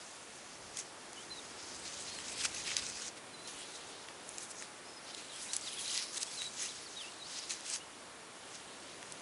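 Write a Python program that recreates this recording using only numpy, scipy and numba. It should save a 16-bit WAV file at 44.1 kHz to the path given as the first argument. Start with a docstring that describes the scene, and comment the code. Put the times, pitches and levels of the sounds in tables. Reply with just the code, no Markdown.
"""Weaving long stiff leaves outdoors

Long stiff leaves are dragged and stroked by hand: thousands of tiny slips excite bands of noise that
swish around a moving blade resonance. Creases snap as short noise bursts ringing in a resonator.
A songbird warbles in gliding, near-sine whistles with a faint echo from the trees. Band-filtered noise
murmurs underneath as open air, and the breeze rumbles on the microphone."""
import sys
import numpy as np
from scipy import signal
from scipy.io import wavfile
from scipy.ndimage import uniform_filter1d
from numba import njit

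SR = 44100
rng = np.random.default_rng(int(sys.argv[2]) if len(sys.argv) > 2 else 0)


def unload_wav(signal):
    """Save mono or channel-first audio to the path in sys.argv[1] as 16-bit WAV at rate SR, clipped to [-1, 1]."""
    wavfile.write(
        sys.argv[1],
        SR,
        np.round(np.clip(np.atleast_2d(signal).T, -1, 1) * 32767).astype(np.int16),
    )


N = 406161


def undb(db):
    """Decibel law: amplitude gain of a level in dB."""
    return 10 ** (np.asarray(db) / 20)


def unit(x):
    """Normalization: the signal scaled to rms 1."""
    return x / np.sqrt(np.mean(x ** 2))


def curves(table):
    """Linear interpolation: the columns after the time column, one value per sample."""
    seconds, *columns = np.transpose(table)
    return [np.interp(np.arange(N) / SR, seconds, column) for column in columns]


def band_db(table, hz):
    """Proportional bandwidth: a density in dB per Hz gives more level in a wider, higher band."""
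    table_hz, db = np.transpose(table)
    density_db = np.interp(np.log(hz), np.log(table_hz), db)
    return density_db + 10 * np.log10(hz / 1000)


@njit
def svf(x, hz, width):
    """Second-order resonance: state-variable band-pass, gain 1 at the centre, width in Hz."""
    y, band_state, low_state = np.empty(len(x)), 0., 0.
    g, damping = np.tan(np.pi * hz / SR), width / hz
    for i in range(len(x)):
        v = (band_state + g * (x[i] - low_state)) / (1 + g * (g + damping))
        band_state = 2 * v - band_state
        low_state = low_state + 2 * g * v
        y[i] = damping * v
    return y


def band(x, hz, share):
    """Cascaded resonance: two passes steepen the skirts; share is each pass's width over its centre."""
    once = svf(x, hz, share * hz)
    return unit(svf(once, hz, share * hz))


def walk(rate):
    """Smoothed random modulation: levels held 1 / rate seconds, averaged twice, rms 1."""
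    hold = int(SR / rate)
    steps = np.repeat(rng.standard_normal(N // hold + 1), hold)
    slewed = uniform_filter1d(uniform_filter1d(steps, hold), hold)
    return unit(slewed[:N])


def slips(rate, spread_db):
    """Stick-slip: sparse clicks of either sign, rate per second, many small and a few large."""
    out, count = np.zeros(N), int(rate * N / SR)
    when, size, sign = rng.random((count, 3)).T
    size_db = spread_db * np.minimum(-np.log(1 - size), 5)
    out[(when * N).astype(int)] = np.sign(sign - .5) * undb(size_db)
    return unit(out)


def leaves():
    """Frictional excitation: leaf slips click in all bands, fibres hiss in one, loose tips ring."""
    # Mean leaf spectrum. Each row: frequency in Hz, relative density in dB per Hz.
    leaf_spectrum = [(1000, -21), (1600, -6.5), (2400, -3.5), (3200, -3.5), (4500, -5.5), (5800, -1.5),
                     (7500, -4), (10500, -6.5)]
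    # The whole bundle is pushed together and its thick stems rub too.
    push_start_s, push_end_s, stem_hz, stem_peak_db = 2.3, 3.1, 2200, 4
    level_db, blade_hz, bright_db = handling()
    effort = np.clip((level_db + 60.5) / 14, .2, 1.3)  # harder pulls catch more and crackle more
    whole, catch = slips(rate=500, spread_db=2.8), walk(60)  # shared by all bands
    t = np.arange(N) / SR
    pushed = np.clip(10 * np.minimum(t - push_start_s, push_end_s - t), 0, 1)
    out, power = 0, 0
    for hz in 1000 * 2 ** np.arange(0, 3.5, 1 / 3):
        fibres = slips(rate=3000, spread_db=2.8)
        hiss = band(.45 * effort * whole + fibres, hz, share=.38)
        tips = unit(svf(slips(rate=70, spread_db=3.5), hz, 0.09 * hz))
        edge = np.clip(np.log2(hz / 6000), 0, 1)  # thin edges sing higher than broad blades
        blade_db = 6.5 * np.exp(-(np.log2(hz / blade_hz) / 0.52) ** 2)
        stem_db = stem_peak_db * pushed * np.exp(-(2 * np.log2(hz / stem_hz)) ** 2)
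        gain = undb(band_db(leaf_spectrum, hz) + blade_db + stem_db + edge * bright_db)
        grip_db = 1.5 * effort * catch + 2.4 * walk(24)  # the grip catches and lets go
        out = out + gain * undb(grip_db) * (hiss + 0.3 * effort * tips)
        power = power + gain ** 2
    return undb(level_db) * out / np.sqrt(power)  # resonances reshape the spectrum, not the level


def handling():
    """Power addition: strokes swell and die over the drag; the louder rub weighs more in the resonance."""
    # Leaves dragging under the hands. Each row: time in seconds, level in dB, blade resonance in Hz,
    # thin-edge brightness in dB.
    drag = [(0, -55, 5800, -1), (.86, -59.5, 5460, -1), (1.9, -49, 5600, -1), (2.17, -49, 4200, 0),
            (2.5, -47, 6000, 0.5), (3.0, -69, 5800, -4), (3.45, -68, 4500, 3), (3.76, -51.5, 4200, -1.5),
            (4.15, -59, 4300, -4), (4.4, -59, 7000, 7), (5.04, -63.5, 4000, -2), (5.52, -49.5, 5000, 8),
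            (5.78, -45, 3600, 9), (5.95, -41.5, 4600, 5), (6.08, -64, 4300, 8), (6.55, -53, 4600, 3.5),
            (7.6, -57, 5000, -2), (8.2, -65.5, 4300, 4.5), (8.5, -57, 3200, 1), (9.21, -57, 4500, -4)]
    # Single strokes. Each row: loudest moment in seconds, peak level in dB, seconds to gain the last
    # 10 dB, seconds to lose the first 10 dB, blade resonance in Hz.
    strokes = [(0.794, -42.5, 0.04, 0.035, 6400), (2.322, -46, 0.07, 0.01, 6200),
               (2.414, -41, 0.04, 0.02, 4000), (2.459, -33, 0.0265, 0.006, 5800),
               (2.547, -41, 0.008, 0.012, 4500), (2.603, -44.5, 0.146, 0.045, 5370),
               (2.713, -35.5, 0.049, 0.026, 4400), (2.768, -40.5, 0.009, 0.076, 4700),
               (2.872, -42.5, 0.1, 0.11, 5630), (2.977, -46.5, 0.04, 0.02, 6000),
               (3.087, -44, 0.135, 0.008, 5700), (3.177, -48, 0.015, 0.014, 5200),
               (3.478, -46.5, 0.008, 0.03, 4100), (3.61, -49.0, 0.191, 0.082, 3800),
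               (4.436, -47.5, 0.12, 0.035, 5800), (4.516, -45.5, 0.02, 0.01, 6100),
               (4.617, -49.5, 0.046, 0.05, 5500), (5.105, -47, 0.053, 0.018, 4000),
               (5.182, -47.5, 0.035, 0.1, 4000), (5.369, -46.5, 0.04, 0.1, 3600),
               (5.424, -43.5, 0.02, 0.08, 5800), (5.535, -38.5, 0.004, 0.03, 4600),
               (6.003, -39.5, 0.19, 0.07, 4200), (6.181, -38.5, 0.04, 0.0051, 4700),
               (6.233, -39.0, 0.04, 0.0055, 4500), (6.428, -44, 0.25, 0.04, 5200),
               (6.607, -41, 0.042, 0.12, 5500), (7.035, -48, 0.08, 0.05, 5000),
               (7.392, -43, 0.08, 0.012, 4300), (7.439, -47.5, 0.06, 0.04, 3400),
               (7.508, -38.5, 0.012, 0.04, 5200), (7.743, -37.5, 0.084, 0.0261, 5900),
               (8.553, -49, 0.03, 0.02, 6000)]
    t, (drag_db, drag_hz, bright_db) = np.arange(N) / SR, curves(drag)
    power = undb(2 * drag_db)  # doubling the dB turns amplitude into power
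    weighted_hz = drag_hz * power
    for peak_s, peak_db, rise_s, fall_s, stroke_hz in strokes:
        i = slice(int(max(peak_s - 4 * rise_s, 0) * SR), int((peak_s + 4 * fall_s) * SR))
        away = np.maximum((peak_s - t[i]) / rise_s, (t[i] - peak_s) / fall_s)
        stroke_power = undb(2 * (peak_db - 10 * away))
        power[i] += stroke_power
        weighted_hz[i] += stroke_power * stroke_hz
    return 10 * np.log10(power), weighted_hz / power, bright_db


def snaps():
    """Impulse response: a noise crack gives a broad tick and rings the blade; big creases tear longer."""
    # Creases that snap. Each row: start in seconds, peak level in dB, ring frequency in Hz.
    creases = [(0.7709, -26, 6800), (0.7885, -27, 6150), (1.131, -35, 8500), (2.1874, -31, 2600),
               (2.452, -20.5, 2600), (2.716, -28, 1900), (2.7668, -14, 5600), (2.779, -32, 2000),
               (2.8654, -28, 5930), (2.92, -36, 2200), (2.972, -35, 2900), (3.475, -35, 5330),
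               (4.086, -33, 2610), (4.2906, -28, 8120), (4.3825, -24.5, 7210), (4.6233, -28, 1900),
               (5.1472, -29.5, 4200), (5.5335, -19, 8000), (5.565, -15, 9400), (5.611, -32, 4600),
               (5.879, -26, 7500), (5.9763, -17.5, 4900), (6.2305, -20.5, 6000), (6.4186, -26, 3100),
               (7.4958, -28, 5490), (7.6076, -34, 5460), (7.7, -26, 8500), (7.737, -25, 5700),
               (7.7594, -26.5, 5200), (9.028, -35, 3000), (9.1222, -26, 7300)]
    out, t = np.zeros(N + 1024), np.arange(1024) / SR
    for start_s, peak_db, ring_hz in creases:
        noise = rng.standard_normal(len(t))
        tear_s = 0.00053 * undb(.13 * (peak_db + 33))  # time at which the tear is strongest
        tear = t / tear_s * np.exp(1 - t / tear_s)
        tail = .04 * undb(-60 * t / 0.027)  # falls 60 dB in 27 ms
        crack = noise * (tear + tail)
        ring, tick = svf(crack, 1. 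* ring_hz, .4 * ring_hz), svf(crack, 7000., 9000.)
        snap = ring + .22 * tick
        i = int(start_s * SR)
        out[i:i + len(t)] += undb(peak_db) * snap / np.abs(snap).max()
    return out[:N]


def bird():
    """Frequency modulation: gliding sines with soft ends and a slight waver, then a diffuse echo."""
    # Songbird notes, each a glide with one turn. Each row: start, turn and end in seconds, start, turn
    # and end frequency in Hz, level at the turn in dB before flicker.
    notes = [(1.149, 1.18, 1.24, 3520, 2900, 3500, -58), (1.3, 1.33, 1.35, 4060, 4140, 3840, -52.5),
             (1.35, 1.385, 1.4, 3840, 3910, 3540, -52), (2.07, 2.135, 2.19, 3980, 4330, 4200, -54),
             (3.298, 3.4, 3.47, 4010, 4020, 4060, -62), (4.838, 4.875, 5.005, 4750, 5170, 5060, -57),
             (5.022, 5.035, 5.055, 5300, 5750, 6200, -58), (5.118, 5.135, 5.15, 3400, 3900, 4500, -58),
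             (5.29, 5.31, 5.325, 4200, 3750, 3400, -53), (5.33, 5.35, 5.37, 3150, 3280, 3400, -56),
             (5.483, 5.497, 5.525, 4100, 3630, 4530, -53.5), (5.632, 5.678, 5.698, 5000, 3700, 3120, -48.5),
             (5.766, 5.782, 5.8, 3040, 3550, 3130, -46), (5.851, 5.866, 5.895, 4300, 3480, 4800, -50.5),
             (6.257, 6.28, 6.3, 3150, 3330, 3500, -51), (6.372, 6.41, 6.485, 4180, 3860, 3910, -45),
             (6.64, 6.668, 6.686, 2680, 2850, 3100, -54), (6.679, 6.701, 6.726, 2950, 4210, 2900, -49.5),
             (6.855, 6.87, 6.888, 4900, 4400, 3850, -57.5), (6.963, 6.986, 7.016, 3830, 3830, 3120, -46.5),
             (7.01, 7.047, 7.097, 3200, 2580, 2900, -53), (7.193, 7.228, 7.255, 4270, 3830, 4270, -51.5),
             (7.252, 7.265, 7.278, 4180, 4600, 4970, -51), (7.8, 7.818, 7.835, 2700, 2930, 3170, -56.5)]
    ends_db = -2.5  # a note's set level is highest at its turn
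    out, waver = np.zeros(N), walk(60)
    fading = walk(90)  # leaves and air in the path make it flicker
    for *glide, level_db in notes:
        s, hz = glide[:3], glide[3:]
        db = level_db + ends_db * np.array([1, 0, 1])
        i = np.arange(int(s[0] * SR), int(s[-1] * SR))
        smooth_hz = uniform_filter1d(np.interp(i / SR, s, hz), size=400, mode="nearest")
        pitch_hz = smooth_hz * (1 + 0.006 * waver[i])
        depth_db = .2 * (-35 - level_db)  # fainter notes come from further off and flicker more
        fade = np.clip(np.minimum(i - i[0], i[-1] - i) / SR / 0.006, 0, 1)  # 6 ms ends
        gain = undb(np.interp(i / SR, s, db) + depth_db * fading[i])
        whistle = np.sqrt(2) * np.sin(2 * np.pi * np.cumsum(pitch_hz) / SR)  # rms 1
        out[i] += fade * gain * whistle
    t = np.arange(SR // 3) / SR
    # The trees' echo starts after 20 ms and decays at 60 dB in 0.3 s.
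    trees = rng.standard_normal(len(t)) * undb(-60 * t / .3) * (t > .02)
    return out + undb(-41) * signal.fftconvolve(out, trees)[:N]


def air():
    """Turbulence noise: gusts lift low third-octave bands more than high and buffet the microphone."""
    # Swelling breeze. Each row: time in seconds, murmur level in dB (only its swing about the median
    # counts), rumble level on the microphone in dB before its random wander.
    breeze = [(0, -59, -77), (1.2, -56.5, -74), (2, -55, -70), (2.8, -54, -62.5), (3.15, -56.5, -80),
              (8.4, -57.5, -80), (9.21, -54.5, -78)]
    # Open-air spectrum. Each row: frequency in Hz, relative density in dB per Hz.
    air_spectrum = [(25, -51), (59, -12), (333, 0), (1100, -2.5), (1420, -4), (6180, -13.5), (10800, -12.5)]
    (gust_db, rumble_db), murmur = curves(breeze), 0
    swing_db = gust_db - np.median(gust_db)
    for hz in 35 * 2 ** np.arange(0, 8.4, 1 / 3):
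        reach = np.clip(1.5 - 0.17 * np.log2(hz / 25), 0, 2)  # share of the gust felt in this band
        db = band_db(air_spectrum, hz) + reach * swing_db + 0.37 * walk(5)
        murmur = murmur + undb(db) * band(rng.standard_normal(N), hz, share=0.35)
    buffeting = band(rng.standard_normal(N), hz=85., share=1.64)
    rumble = undb(rumble_db + 3.0 * walk(8)) * buffeting
    return undb(-51.5) * unit(murmur) + rumble


def scene():
    """Superposition: all sources add at one microphone, which feeds both channels."""
    mono = leaves() + snaps() + bird() + air()
    return np.array([mono, mono])


def record(dry):
    """Band limiting: an elliptic low-pass cuts the top steeply."""
    top_hz, ripple_db, rejection_db = 11000, .3, 60
    low_pass = signal.ellip(12, ripple_db, rejection_db, top_hz, fs=SR, output="sos")
    return signal.sosfilt(low_pass, dry)


dry = scene()
out = record(dry)
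unload_wav(out)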